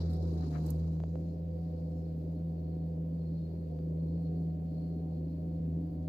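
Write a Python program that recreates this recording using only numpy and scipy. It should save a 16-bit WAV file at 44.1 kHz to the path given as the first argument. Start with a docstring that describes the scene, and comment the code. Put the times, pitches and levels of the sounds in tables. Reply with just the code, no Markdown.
"""A small diesel loader runs at steady high revs on a dirt lot, heard muffled from an upstairs window.
From the start the exhaust hums as sines on the firing rate and its octave over a roar of shaped noise; fan and pump
add thin tones, and narrow noise bands squeal faintly on the left. A wash of grainy noise, mostly treble, opens the
scene and fades by 2.4 s. Within the first second a hand on the phone makes rubs and two bright ticks, and the revs
sag once. Three taps follow just after one second; the revs sag again at 3.6 s, with one weaker tap soon after."""
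import sys
import numpy as np
from scipy import signal
from scipy.fft import rfft, irfft, next_fast_len
from scipy.io import wavfile

SR = 44100
rng = np.random.default_rng(int(sys.argv[2]) if len(sys.argv) > 2 else 0)


def invert_db(x):
    """Field ratio 10**(x/20) for x, a level in decibels (scalar or array-like)."""
    u = np.asarray(x, float) / 20
    return 10 ** u


def wav_record(signal):
    """Record a signal, one row per channel, as 16-bit PCM in the file named by sys.argv[1]."""
    frames = np.transpose(np.atleast_2d(signal))
    bounded = np.clip(frames, -1, 1)
    # unit amplitude maps onto the largest positive 16-bit level
    quanta = np.round(bounded * 32767).astype(np.int16)
    wavfile.write(sys.argv[1], SR, quanta)


N = 268392

# Loads on the engine. Each row: start in seconds, depth of the sag in Hz, recovery time in seconds.
LOAD_SAGS = [(0.424, 3.497, 0.5446), (3.62, 2.2, .3)]
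# Exhaust tones. Each row: time in seconds, firing tone in dB, octave tone in dB.
EXHAUST_LEVELS = [(0.0, -34.5, -37.5), (0.39, -34, -37.5), (0.52, -39.5, -36.5), (0.73, -35.5, -34),
                  (1.39, -42.5, -40), (1.49, -41, -39.5), (3.47, -42, -37.5), (3.56, -41.5, -41.5),
                  (3.8, -43.5, -37), (4.05, -40.5, -35.5), (4.51, -41, -36), (4.64, -44, -37.5),
                  (5.51, -42.5, -37.5), (5.61, -42.5, -35.5), (5.73, -38.5, -36), (5.93, -46.5, -37.5),
                  (6.02, -39, -39.5), (6.09, -45, -36)]
# Sign reversals of the firing tone. Each row: moment in seconds, time constant in seconds.
SIGN_REVERSALS = [(5.596, 0.007), (5.91, 0.0075)]
# Weaker tones locked to the engine. Each entry: multiple of the firing rate.
LOCKED_MULTIPLES = [.7, 7 / 3, 3, 10 / 3, 11 / 3, 4, 13 / 3, 14 / 3, 5, 20 / 3, 7, 8, 12]
# The same tones in order. Each row: level in dB, left lead in radians, left-right difference in dB.
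LOCKED_TONES = [(-70, -11.5, 0.5), (-62.5, -1, -6.5), (-74.5, 3.4, -0.5), (-62, -1, -2.5),
                (-62.5, -0.55, -1.5), (-77.5, 2.5, 5.5), (-66.5, 0.84, -0.5), (-65, -1, 2),
                (-67.5, 1.16, -2), (-84.5, -2, 1), (-71, 0.7, 8), (-70.5, 2.1, 7.5), (-87.5, 0.8, 8)]
# Two clear tones. Each row: time in seconds, sixth multiple in dB, fan blades in dB.
WHINE_LEVELS = [(0.051, -64, -56), (0.32, -50, -59), (0.37, -64, -68.5), (0.75, -57, -54.5),
                (1.12, -58, -72), (1.149, -51, -52), (1.35, -72, -59.5), (1.571, -50, -51.5),
                (1.64, -66, -63), (1.74, -54, -54), (2.34, -63, -58.5), (2.901, -56.5, -58.5),
                (3.6, -63, -61), (3.75, -55.5, -56), (4.349, -56, -64.5), (4.62, -64.5, -71),
                (4.7, -63.5, -58), (5.05, -65.5, -62.5), (5.19, -57, -54), (5.33, -69, -61.5),
                (5.53, -59.5, -55), (5.83, -56.5, -67), (6.05, -68, -58.5)]
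# Tone near the ninth multiple. Each row: time in seconds, pitch in Hz, level in dB.
NINTH_TONE = [(0, 730, -75), (.19, 741, -55.5), (.27, 729.3, -71), (.42, 741, -54), (.5, 740, -71.5),
              (1.2, 739.2, -71), (1.45, 737, -71), (1.65, 740, -64.5), (1.85, 724, -69), (2, 736, -67),
              (2.2, 726, -70.5), (2.5, 736, -67.5), (2.9, 730, -67), (3.1, 739, -76), (4.1, 725, -82.5),
              (4.2, 727, -64.5), (4.5, 729, -63.5), (4.74, 744, -65.5), (4.82, 728, -62), (5.1, 752, -64.5),
              (5.2, 736, -65), (5.3, 732, -86), (5.43, 739, -64), (5.58, 725, -65), (5.7, 730, -70.5),
              (5.85, 725, -65), (5.97, 742, -63.5), (6.09, 747, -62.5)]
# Sixth, fan and ninth tone. Each row: mean left lead in radians, left-right difference in dB.
WHINE_PLACES = [(-1.7, -6), (0.86, -6.5), (-1.3, -3.5)]
# Noise ringing in a panel. One row: centre in Hz, width in Hz, level in dB, left-right difference in dB.
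PANEL = (614.5, 16, -69.5, 12.5)
# Brief tones under load. Each row: moment in seconds, pitch in Hz, peak level in dB, spread in seconds.
STRAIN_TONES = [(.56, 708, -57.5, 0.057), (3.739, 707, -63.5, 0.044)]
# Broad noise. Each row: time in seconds, roar in dB before its puffs, boom of the engine bay in dB before its trim.
ROAR_LEVELS = [(0, -44, -77), (.34, -44, -49), (.7, -47.5, -50.5), (1, -49, -59), (1.5, -50.5, -57),
               (2.1, -49, -52.5), (2.6, -50.5, -56.5), (3, -50, -57), (4.2, -49, -52), (4.7, -50.5, -48.5),
               (5.1, -49, -50), (6.09, -52, -45.5)]
# Spectrum of the roar. Each row: frequency in Hz, density in dB per Hz before scaling to rms 1.
ROAR_SPECTRUM = [(25, -21), (55, -13.5), (81, -19.5), (120, -7), (162, -3), (200, -4), (280, -2.5),
                 (400, -6), (460, -13), (600, -16.5), (760, -23), (900, -30), (1100, -41), (1500, -49)]
# Stereo place of the roar. 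Each row: frequency in Hz, left-right difference in dB.
ROAR_PLACES = [(300, 0), (360, 5), (430, -4), (510, -4), (600, 12.5), (700, -14), (850, 12), (1000, 4.5),
               (1500, 1)]
# Tones inside the boom. Each row: multiple of the firing rate, level in dB against the boom curve.
BOOM_LINES = [(3, -11), (10 / 3, -12), (11 / 3, -10)]
# Squeal bands, main one first. Each row: centre in Hz, width in Hz, level in dB against the squeal's level curve.
SQUEAL_RESONANCES = [(4260, 60, 3.5), (3775, 60, -10), (4600, 160, -3), (4890, 100, -13), (5220, 110, -16)]
# Level curve of the main squeal band. Each row: time in seconds, level in dB before the band's own level.
SQUEAL_CURVE = [(0.06, -87), (0.71, -87.5), (1.13, -96.5), (1.27, -85.5), (1.5, -99), (1.62, -88),
                (2.4, -90), (2.85, -86.5), (3.05, -96.5), (3.2, -83.5), (3.3, -82), (3.43, -81.5),
                (3.5, -85), (3.57, -85.5), (3.89, -92), (4.0, -87.5), (4.12, -84.5), (4.23, -80.5),
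                (4.43, -86.5), (4.59, -94), (4.78, -81.5), (4.92, -81.5), (5.06, -91), (5.15, -82.5),
                (5.22, -91.5), (5.3, -80.5), (5.45, -91), (5.56, -87), (5.66, -92), (6.09, -91.5)]
# Brief flares of a band. Each row: moment in seconds, centre in Hz, peak level in dB, spread in seconds.
SQUEAL_FLARES = [(.687, 4300, -70, .008), (1.64, 4650, -85, .04), (1.8, 4630, -84, .07),
                 (1.3, 5230, -89, .1), (1.7, 5230, -90, .15), (2.01, 5230, -86, .07),
                 (1.96, 6700, -90, .04), (2.26, 4700, -87, .05), (2.603, 5900, -84, .003)]
# Wash of grainy noise. Each row: time in seconds, dull, middle, upper and bright part in dB before the common
# flicker and trim, left-right difference of the bright part in dB.
WASH_LEVELS = [(0, -52.5, -60, -78, -78, -3), (.07, -95, -68.5, -80, -86, -9),
               (.125, -79, -69, -85, -74, -18), (.2, -69.5, -68, -82, -84.5, -16),
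               (.3, -65, -70.5, -80.5, -79.5, -10), (.44, -62, -66, -77, -79.5, -8),
               (.5, -65.5, -70.5, -81, -79, -2), (.57, -64, -67.5, -76, -77, -15),
               (.63, -64, -72, -80, -75, 7), (.69, -59.5, -68, -78, -71, -4), (.76, -67, -75, -83, -76, -2),
               (.83, -64.5, -73.5, -83, -82, -7), (1.001, -74.5, -81, -85.5, -88.5, -3),
               (1.3, -83, -84, -90, -99, -3.5), (1.42, -88.5, -88.5, -101, -99, 2),
               (1.65, -80.5, -86, -94.5, -94, 2.5), (2.4, -88, -89, -99, -93.5, -1)]
# Stereo place of the dull, middle and upper part. Each entry: left-right difference in dB.
WASH_PLACES = [3, 4.2, 15]
# Spectra of the four parts. Each row: frequency in Hz, density in dB per Hz before scaling to rms 1.
DULL_SPECTRUM = [(600, -2.5), (900, 4), (1300, -7), (2000, -19), (3200, -15)]
MIDDLE_SPECTRUM = [(3200, -17.5), (3800, -5), (4300, -2), (4700, -2.5), (5300, -5.5), (6000, -14)]
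UPPER_SPECTRUM = [(5200, -16.5), (5800, -2), (6600, 2.5), (7300, -4), (8300, -17.5)]
BRIGHT_SPECTRUM = [(6000, -14.5), (7500, -1), (9200, -4), (11500, -2.5), (13500, -5.5), (15800, -15.5)]
# Narrow bands in the middle part. Each row: centre in Hz, width in Hz, level in dB against one another.
MIDDLE_RINGS = [(3990, 80, 1), (4570, 90, -1), (5250, 90, -5)]
# Finger slips. Each row: moment in seconds, peak level in dB, spread in seconds.
FINGER_SLIPS = [(.09, -63, 0.063), (.26, -67, 0.018), (0.37, -64, 0.0043), (0.434, -59, 0.014),
                (.542, -55, 0.017), (0.56, -46, 0.0062), (.583, -58, 0.011)]
# Spectrum of the slips. Each row: frequency in Hz, density in dB per Hz before scaling to rms 1.
SLIP_SPECTRUM = [(90, -20), (200, 8), (300, 14.5), (600, -6), (900, -8), (1250, -2.5), (1600, -6.5),
                 (2200, -13.5), (2800, -23.5), (3500, -28), (4500, -41)]
# Dull taps on the case. 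Each row: start in seconds, body peak in dB, edge peak in dB, left-right difference in dB.
CASE_TAPS = [(1.002, -41, -48, 0.5), (1.0375, -36.5, -48, -1.0), (1.1558, -39, -51.5, -4),
             (3.789, -58, -56, 6.0)]
# Bright ticks. Each row: start in seconds, peak in dB, left-right difference in dB, time of a 60 dB decay in
# seconds, upper band edge in Hz.
BRIGHT_TICKS = [(0.66, -48.5, -11, 0.026, 8000), (0.7014, -38.5, -9.5, 0.018, 15200)]
# Spectrum of the ticks. Each row: frequency in Hz, density in dB per Hz before band-pass and scaling.
TICK_SPECTRUM = [(2650, -43), (4300, -20), (5000, -7), (5580, -12), (7320, -5), (10500, -7.5), (12000, 5.5),
                 (15700, -10.5)]
# Spectrum of the air hiss. Each row: frequency in Hz, density in dB per Hz before scaling to rms 1.
HISS_SPECTRUM = [(590, -28), (1000, -8), (1060, -7), (1460, -8.5), (2790, -12), (3510, -14.5), (4370, -19),
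                 (5700, -18.5), (8840, -22.5), (15000, -17.5), (15700, -20.5)]
# Stereo likeness of shaped noise. Each row: frequency in Hz, left-right correlation before any level difference.
STEREO_LIKENESS = [(25, 1), (45, 0.96), (60, 0.92), (120, 0.98), (240, 0.92), (480, 0.91), (950, -0.4),
                   (1890, -0.07), (3770, -0.05), (7520, -0.04), (15000, 0.15)]


def in_time(rows, outside=None):
    """Linear interpolation turns the columns of a table into curves, one value a sample."""
    s, *columns = np.transpose(rows)
    return [np.interp(np.arange(N) / SR, s, c, right=outside) for c in columns]


def rms_one(x):
    """Normalisation of power: the signal is scaled to rms 1."""
    return x / np.sqrt(np.mean(x ** 2) + 1e-20)


def drift(rate):
    """Slow random motion of rms 1: white noise through two equal one-pole low-passes with corners at rate Hz."""
    hop = 40     # samples between computed points
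    r = np.exp(-2 * np.pi * rate * hop / SR)
    noise = rng.standard_normal(N // hop + 2002)
    slow = signal.lfilter([1], [1, -2 * r, r * r], noise)[2000:]     # settled part
    return np.interp(np.arange(N) / hop, np.arange(len(slow)), rms_one(slow))


def bump(s, spread):
    """Gaussian envelope: a bell-shaped swell around a moment."""
    return np.exp(-.5 * ((np.arange(N) / SR - s) / spread) ** 2)


def panned(x, left_db):
    """Interaural level difference: half the decibels up on the left, half down on the right."""
    return x * invert_db(np.array([[.5], [-.5]]) * left_db)


def band(x, low_hz, high_hz, order=2):
    """Butterworth band-pass: a maximally flat passband between two edges."""
    return signal.sosfilt(signal.butter(order, [low_hz, high_hz], "band", fs=SR, output="sos"), x)


def ringing(hz, width_hz):
    """Resonance under random excitation: independent stereo noise in a first-order band, rms 1."""
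    noise = rng.standard_normal((2, N))
    return rms_one(band(noise, hz - width_hz / 2, hz + width_hz / 2, order=1))


def coloured(spectrum, patchy_db, patch_rate, sides=((1, 0),)):
    """Spectral shaping of partly correlated stereo noise; each octave flickers on its own; rms 1."""
    size = next_fast_len(N)
    octave = np.log2(np.maximum(np.fft.rfftfreq(size, 1 / SR), 1))
    hz, level_db = np.transpose(spectrum)
    like_hz, likeness = np.transpose(STEREO_LIKENESS)
    side_hz, left_db = np.transpose(sides)
    alike = np.clip(np.interp(octave, np.log2(like_hz), likeness), -1, 1)
    shape = invert_db(np.interp(octave, np.log2(hz), level_db, left=-90, right=-90))
    mid, side = rfft(rng.standard_normal((2, size))) * shape
    pair = np.sqrt(1 + alike) * mid + np.sqrt(1 - alike) * side * [[1], [-1]]
    pair = panned(pair, np.interp(octave, np.log2(side_hz), left_db))
    out = 0
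    for centre in range(int(np.log2(hz[0])), int(np.log2(hz[-1])) + 2):
        share = np.clip(1 - abs(octave - centre), 0, 1)      # overlapping triangles add up to one
        out = out + irfft(pair * share, size)[:, :N] * invert_db(patchy_db * drift(patch_rate))
    return rms_one(out)


def tone(turns, level_db, lead, left_db, waver):
    """Phase modulation: a sine of given rms level wanders in phase; the left channel leads by an angle."""
    phase = 2 * np.pi * turns + waver * drift(2.8)
    pair = np.sin(phase + np.array([[.5], [-.5]]) * lead)
    return np.sqrt(2) * invert_db(level_db) * panned(pair, left_db)


def engine(revs_hz):
    """Superposition: all parts of the loader add, most of them driven by one running count of firings."""
    turns = np.cumsum(firing_rate(revs_hz)) / SR
    tones = exhaust(turns) + locked_tones(turns) + whine(turns, revs_hz)
    return tones + panel() + strain() + roar(turns) + boom(turns)


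def firing_rate(revs_hz):
    """Feedback control: the rate hunts slightly; each load pulls it down, the governor restores and overshoots."""
    hunt_hz, fall_s, overshoot = .36, .09, 0.2972     # overshoot as a share of the depth
    t = np.arange(N) / SR
    rate = revs_hz + hunt_hz * drift(4.21)
    for s, depth_hz, recovery in LOAD_SAGS:
        low = s + fall_s
        moments = [s, low, low + recovery, low + 1.5 * recovery, low + 2.5 * recovery]
        rate += depth_hz * np.interp(t, moments, [0, -1, 0, overshoot, 0])
    return rate


def exhaust(turns):
    """Harmonics of a pulse train: the firing tone and its octave, one swelling as the other sinks."""
    first_db, octave_db = in_time(EXHAUST_LEVELS)
    seesaw = drift(5.4)
    t = np.arange(N) / SR
    # the firing tone passes through zero and returns inverted
    sign = np.prod([np.tanh((t - s) / length) for s, length in SIGN_REVERSALS], axis=0)
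    first = sign * tone(turns, first_db + 1.0 * seesaw, -0.057, 0, waver=0.09)
    octave_db = octave_db - 0.66 * seesaw + 1.0 * drift(15.0)
    return first + tone(2 * turns + 0.32, octave_db, 0.026, -0.064, waver=0.48)


def locked_tones(turns):
    """Phase locking: weaker unsteady tones keep fixed ratios to the firing rate."""
    out = 0
    for multiple, (level_db, lead, left_db) in zip(LOCKED_MULTIPLES, LOCKED_TONES):
        out = out + tone(multiple * turns, level_db + 2.4 * drift(2.5), lead, left_db, waver=.4)
    return out


def whine(turns, revs_hz):
    """Rotating-blade tones: the sixth multiple, the fan and a tone near the ninth swell and fade."""
    steady = revs_hz * np.arange(N) / SR
    # the belt-driven fan follows only part of each change in revs
    fan = 6.275 * (steady + .35 * (turns - steady))
    sixth_db, fan_db = in_time(WHINE_LEVELS)
    ninth_hz, ninth_db = in_time(NINTH_TONE)
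    cycles = [6 * turns, fan, np.cumsum(ninth_hz) / SR]
    out = 0
    for count, level_db, (lead, left_db) in zip(cycles, [sixth_db, fan_db, ninth_db], WHINE_PLACES):
        count = count + .05 * drift(9)
        level_db = level_db + 1.0 * drift(7)
        out = out + tone(count, level_db, lead + .3 * drift(2.2), left_db, waver=.3)
    return out


def panel():
    """Forced resonance: a panel on the left rings as a narrow band of noise."""
    hz, width_hz, level_db, left_db = PANEL
    noise = band(rng.standard_normal(N), hz - width_hz / 2, hz + width_hz / 2)
    return panned(invert_db(level_db) * rms_one(noise), left_db)


def strain():
    """Transient tone: a sine under a Gaussian envelope shows briefly as the load bites."""
    return sum(bump(s, spread) * tone(hz * np.arange(N) / SR, level_db, 0, -2.6, waver=0.33)
               for s, hz, level_db, spread in STRAIN_TONES)


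def roar(turns):
    """Amplitude modulation: broad engine noise swells with each firing."""
    roar_db, _ = in_time(ROAR_LEVELS)
    puffs = 1 + 0.28 * np.cos(2 * np.pi * turns)
    noise = coloured(ROAR_SPECTRUM, patchy_db=2.0, patch_rate=8.7, sides=ROAR_PLACES)
    return invert_db(roar_db) * puffs * noise


def boom(turns):
    """Cavity resonance: band noise throbs at a third of the firing rate, with unsteady tones inside it."""
    _, boom_db = in_time(ROAR_LEVELS)
    noise = rms_one(band(rng.standard_normal(N), 245, 302.6)) * invert_db(boom_db - 3.5 + 0.59 * drift(3.6))
    # a harder knock on every third firing
    knock = (1 + 0.25 * np.cos(2 * np.pi * turns / 3 + 1.5 * drift(5))) ** 2
    lines = sum(tone(multiple * turns, boom_db + level_db + 3.0 * drift(3.0), 0.3, 0, waver=1.0)
                for multiple, level_db in BOOM_LINES)
    return noise * rms_one(knock) + lines


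def squeal_bands():
    """Narrow-band noise: each resonance throbs unevenly, the main one fastest."""
    return [invert_db(level_db + 1.7 * drift(6 if k else 30)) * ringing(hz, width_hz)
            for k, (hz, width_hz, level_db) in enumerate(SQUEAL_RESONANCES)]


def squeal():
    """Coupled resonances: side bands follow part of the main band's swing and slowly fade; other bands flare."""
    main, *others = squeal_bands()
    main_db, = in_time(SQUEAL_CURVE)
    fade_db = 0.37 * np.arange(N) / SR     # 0.37 dB per second
    side_db = -81.5 + 0.36 * (main_db - main_db.mean()) - fade_db
    flares = sum(invert_db(level_db) * bump(s, spread) * ringing(hz, width_hz=140)
                 for s, hz, level_db, spread in SQUEAL_FLARES)
    return panned(invert_db(main_db) * main + invert_db(side_db) * sum(others), 4.9) + panned(flares, 9.4)


def treble_wash():
    """Amplitude modulation of shaped noise: four grainy parts, mostly treble, flicker together and fade."""
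    spectra = DULL_SPECTRUM, MIDDLE_SPECTRUM, UPPER_SPECTRUM, BRIGHT_SPECTRUM
    parts = [coloured(spectrum, patchy_db=1.7, patch_rate=32) for spectrum in spectra]
    rings = sum(invert_db(level_db + 2.0 * drift(8.2)) * ringing(hz, width_hz)
                for hz, width_hz, level_db in MIDDLE_RINGS)
    parts[1] = parts[1] + invert_db(-2) * rms_one(rings)
    *levels, bright_side = in_time(WASH_LEVELS, outside=-120)
    # the bound keeps the silent end from being panned as well
    places = WASH_PLACES + [np.maximum(bright_side, -20)]
    out = sum(panned(invert_db(level_db) * part, left_db) for part, level_db, left_db in zip(parts, levels, places))
    return out * invert_db(1.5 * drift(45) - 1)     # common flicker of 1.5 dB rms, trim of -1 dB


def finger_slips():
    """Sliding contact: short bell-shaped bursts of rough noise on the left."""
    slips = sum(invert_db(level_db) * bump(s, spread) for s, level_db, spread in FINGER_SLIPS)
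    return panned(slips * coloured(SLIP_SPECTRUM, patchy_db=3.0, patch_rate=210), 15.5)


def taps():
    """Impulse response: one click excites a dull body and, in opposite sign, a thin edge."""
    out = np.zeros((2, N))
    click = np.zeros(SR // 10)
    click[0] = 1
    body = band(click, 430, 675)
    edge = band(band(click, 510, 3500, order=1), 100, 4600, order=4)
    for s, body_db, edge_db, left_db in CASE_TAPS:
        tap = invert_db(edge_db) * edge / abs(edge).max() - invert_db(body_db) * body / abs(body).max()
        out[:, round(s * SR):][:, :len(click)] += panned(tap, left_db)
    return out


def ticks():
    """Exponential decay: short puffs of bright noise rise softly and die away."""
    out, t = np.zeros((2, N)), np.arange(SR // 10) / SR
    fizz = coloured(TICK_SPECTRUM, patchy_db=-1.0, patch_rate=56)
    for s, peak_db, left_db, t60, dull_hz in BRIGHT_TICKS:
        at = round(s * SR)
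        puff = band(fizz[:, at:at + len(t)], 2000, min(dull_hz, 18000), order=1)
        puff = puff * (1 - np.exp(-t / 0.0053)) ** 2 * invert_db(-60 * t / t60)
        out[:, at:at + len(t)] += panned(invert_db(peak_db) * puff / abs(puff).max(), left_db)
    return out


def air_hiss():
    """Stationary noise: a faint hiss of fixed spectrum, flickering slightly by octaves."""
    return invert_db(-76.5) * coloured(HISS_SPECTRUM, patchy_db=1.2, patch_rate=24)


def scene():
    """Superposition of the engine outside, the squeal, the wash, the hand on the phone and the air hiss."""
    hand = finger_slips() + taps() + ticks()
    return engine(revs_hz=81.55) + squeal() + treble_wash() + hand + air_hiss()


def roll_off(x):
    """The treble ends steeply here."""
    return signal.sosfilt(signal.butter(12, 15880, fs=SR, output="sos"), x)


def record(dry):
    """Windowing: linear fades of 5 ms bring both ends to zero."""
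    from_edge = np.minimum(np.arange(N), np.arange(N)[::-1]) / SR
    mix = dry * np.clip(from_edge / .005, 0, 1)
    return roll_off(mix)


dry = scene()
out = record(dry)
wav_record(out)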